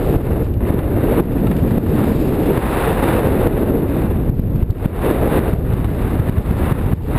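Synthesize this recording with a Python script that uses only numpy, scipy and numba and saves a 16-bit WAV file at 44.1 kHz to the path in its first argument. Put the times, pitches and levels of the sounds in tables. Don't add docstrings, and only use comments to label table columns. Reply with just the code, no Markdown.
import sys
import numpy as np
from scipy import signal
from scipy.fft import rfft, irfft
from scipy.io import wavfile
from scipy.ndimage import uniform_filter1d
from numba import njit

SR = 44100
rng = np.random.default_rng(int(sys.argv[2]) if len(sys.argv) > 2 else 0)


def master(y):
    cut = np.clip(np.atleast_2d(y).T, -1, 1)
    pcm = np.round(cut * 32767)
    wavfile.write(sys.argv[1], SR, pcm.astype(np.int16))


N = 316638

# t/s, level/dB
AIRFLOW = [(0, -1.5), (.4, -4.5), (.56, -17.5), (.67, -1), (.85, -5), (1.19, 3.5), (1.26, -4.5),
           (1.76, -4.5), (1.88, -6.5), (2.01, 5), (2.19, -5.5), (2.85, 9.5), (2.96, 4.5), (3.08, 11),
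           (3.22, 3.5), (3.45, 3), (3.87, -5), (4.0, 0.5), (4.25, -9.5), (4.38, -17), (4.5, -14.5),
           (4.68, -14), (5.07, 5), (5.22, 2), (5.34, 5.5), (5.48, 0), (5.6, -12), (5.74, -4), (5.93, -6.5),
           (6.03, -0.5), (6.42, -6), (6.67, 3), (7.05, -10.5), (7.18, 6.5)]
# f/Hz, relative density/dB
RUMBLE_SPECTRUM = [(12, -16), (25, -3), (45, 2), (70, 2.5), (110, 0), (160, -8.5), (260, -22), (600, -46)]
# t/s, level/dB
RUMBLE_DB = [(0.0, -19), (0.61, -17.5), (2.73, -22), (3.55, -16.5), (3.8, -22.5), (4.14, -18),
             (4.76, -19.5), (7.18, -17.5)]
# f/Hz, relative density/dB
FLUTTER_SPECTRUM = [(70, -4), (140, 4), (220, -1), (320, -2.5), (440, -3), (560, -6), (750, -12),
                    (1400, -34.5)]
# t/s, level/dB
FLUTTER_DB = [(0.0, -16.5), (0.84, -18.5), (1.48, -13.5), (2.52, -15.5), (2.63, -24), (3.78, -14),
              (3.99, -18), (4.5, -14.5), (4.95, -22.5), (5.13, -17.5), (5.58, -20), (7.18, -21.5)]
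# t/s, f/Hz
SHEDDING_HZ = [(0, 357), (.55, 277), (1.1, 376), (1.4, 204), (2.0, 223), (2.9, 435), (3.9, 278), (4.5, 180),
               (5.25, 423), (5.7, 256), (7.18, 287)]
# f/Hz, relative density/dB
RUSH_SPECTRUM = [(200, -30), (480, -6.5), (800, 2), (1300, -4.5), (2000, -9), (2300, -13), (2750, -13.5),
                 (3200, -22), (3680, -17.5), (4100, -26), (5000, -34.5), (6000, -40)]
# f/Hz, relative density/dB
SNOW_SPECTRUM = [(900, -17.5), (2500, 5), (4000, -0.5), (5000, -3.5), (6000, -13)]
# t/s, level/dB
SLIDE_DB = [(0, -48), (.7, -60), (2.2, -45.5), (4.3, -60), (5.5, -56), (6.3, -54), (7.18, -54.5)]
# t/s, peak level/dB, centre f/Hz
EDDY_HITS = [(0.164, 1, 88), (0.705, -4, 214), (0.744, -5.5, 156), (1.04, -7, 302), (1.206, 1.5, 210),
             (1.783, -2.7, 325), (2.578, -4, 139), (3.043, -12, 444), (3.272, -3, 258), (3.473, -1, 310),
             (4.297, -1.5, 94), (4.396, -2, 122), (4.559, -6, 107), (4.63, 2, 76), (4.704, -0.5, 79.4),
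             (4.859, 4, 151), (5.113, -3.5, 228), (5.392, -5, 203), (5.535, -3, 104), (5.737, -5, 86),
             (6.2, -3.5, 106), (6.296, -1.5, 181), (6.384, -2.5, 94), (6.511, -5.8, 131),
             (6.723, -0.5, 112), (6.934, 2.5, 117)]
# t/s, level/dB
GRAIN_HITS = [(0.5392, -41.5), (1.5668, -36), (4.4184, -57), (4.6284, -50), (4.7074, -34), (6.133, -44)]
# t/s, relative level/dB
FLOW_TEARS = [(0.606, -26), (0.79, -17.5), (1.469, -15), (1.513, -15), (1.708, -18.5), (1.863, -20),
              (4.605, -29), (5.844, -17.5), (6.131, -48)]


def undb(db):
    return 10 ** (np.asarray(db) / 20)


def curve(table):
    s, value = np.transpose(table)
    return np.interp(np.arange(N) / SR, s, value)


def noise(spectrum, lo_hz, hi_hz):
    f = np.maximum(np.arange(N // 2 + 1) * SR / N, 1)
    hz, db = np.transpose(spectrum)
    skirts = np.minimum(f / hz[0], 1) ** 2 * np.minimum(hz[-1] / f, 1) ** 2
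    gain = undb(np.interp(np.log(f), np.log(hz), db)) * skirts
    power = np.mean(gain ** 2 * (f > lo_hz) * (f < hi_hz))
    return irfft(rfft(rng.standard_normal(N)) * gain, N) / np.sqrt(power)


def smooth(x, hz):
    k = max(int(SR / hz), 1)
    return uniform_filter1d(uniform_filter1d(x, k), k)


def steady(x, hz):
    return x / np.sqrt(smooth(x ** 2, hz) + 1e-12)


def flicker(rate_hz, depth_db):
    walk = smooth(rng.standard_normal(N), rate_hz)
    gain = undb(depth_db * walk / walk.std())
    return gain / np.sqrt(np.mean(gain ** 2))


def strikes(events, decay_s):
    s, db = np.transpose(events)
    onsets = np.clip(s * SR, 0, N - 1).astype(int)
    jumps = np.bincount(onsets, undb(db), N)
    return signal.lfilter([1], [1, -np.exp(-1 / (decay_s * SR))], jumps)


@njit
def resonate(x, hz, width):
    y, band, low = np.empty(len(x)), 0., 0.
    for i in range(len(x)):
        g = np.tan(np.pi * hz[i] / SR)
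        v = (band + g * (x[i] - low)) / (1 + g * (g + width[i]))
        band, low = 2 * v - band, low + 2 * g * v
        y[i] = width[i] * v
    return y


@njit
def follow(x, attack, release):
    out, level = np.empty(len(x)), 0.
    for i in range(len(x)):
        level += (abs(x[i]) - level) * (attack if abs(x[i]) > level else release)
        out[i] = level
    return out


def rumble():
    return steady(noise(RUMBLE_SPECTRUM, 20, 150), hz=6.6) * undb(curve(RUMBLE_DB))


def flutter(flow_db, bursts, db_per_flow_db=0.5, narrowing_per_db=0.0537):
    base_db = curve(FLUTTER_DB)
    width = 2 ** (narrowing_per_db * (base_db.mean() - base_db))
    shed = resonate(noise(FLUTTER_SPECTRUM, 150, 560), curve(SHEDDING_HZ), width)
    return steady(shed * bursts, hz=5.3) * undb(base_db + db_per_flow_db * flow_db)


def rush(flow_db, bursts, eddies, level_db=-31, drag_db=1.4):
    suction = -2 * np.tanh(steady(eddies, hz=8) / 2)
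    air = noise(RUSH_SPECTRUM, 800, 4000) * bursts * undb(drag_db * suction)
    air *= flicker(rate_hz=470, depth_db=0.9)
    return steady(air, hz=22.5) * undb(level_db + flow_db)


def snow(crack_offset_db=-40):
    slide = undb(curve(SLIDE_DB)) * flicker(rate_hz=46, depth_db=2.5)
    cracks = [(s, db + crack_offset_db) for s, db, _ in EDDY_HITS]
    ticks = strikes(GRAIN_HITS + cracks, decay_s=0.0029)
    return (slide + ticks) * noise(SNOW_SPECTRUM, 800, 6000)


def surges_db(full_scale_db=4.5, rise_s=0.04):
    t = np.arange(N) / SR
    return sum(full_scale_db * undb(db) * np.exp(-np.abs(t - s) / rise_s) * (t < s)
               for s, db, _ in EDDY_HITS)


def buffets():
    t = np.arange(N) / SR
    pressure = np.zeros(N)
    for s, db, hz in EDDY_HITS:
        near = np.abs(t - s) < 2 / hz
        u = 2 * np.pi * hz * (t[near] - s) - 1
        pressure[near] += undb(db) * u * np.exp((1 - u ** 2) / 2)
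    return pressure


def rasps(gain_db=-7):
    envelope = smooth(strikes(FLOW_TEARS, decay_s=0.0064), hz=503)
    return noise(RUSH_SPECTRUM, 800, 4000) * envelope * undb(gain_db)


def gain_control(x, threshold_db=-6, attack_s=0.00037, release_s=0.13):
    envelope = follow(x, 1 / (attack_s * SR), 1 / (release_s * SR))
    return x / np.maximum(envelope / undb(threshold_db), 1)


def sample_and_hold(x, rate_hz=12000):
    coarse = signal.resample_poly(x, rate_hz, SR, window=("kaiser", 8))
    steps = np.repeat(np.clip(coarse, -1, 1), 4)
    return signal.resample_poly(steps, SR, 4 * rate_hz)[:N]


def scene():
    flow_db = curve(AIRFLOW) + surges_db()
    bursts = flicker(rate_hz=51, depth_db=1.5)
    eddies = rumble() + flutter(flow_db, bursts)
    pressure = buffets()
    flare = 1 + 0.97 * np.abs(pressure)
    air = rush(flow_db, bursts, eddies) * flare
    return (eddies + air + snow() + pressure + rasps())[None]


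def record(dry, cutoff_hz=15400):
    held = sample_and_hold(gain_control(dry[0]))
    lowpass = signal.ellip(10, .2, 80, cutoff_hz, fs=SR, output="sos")
    return signal.sosfilt(lowpass, held)[None]


dry = scene()
out = record(dry)
master(out)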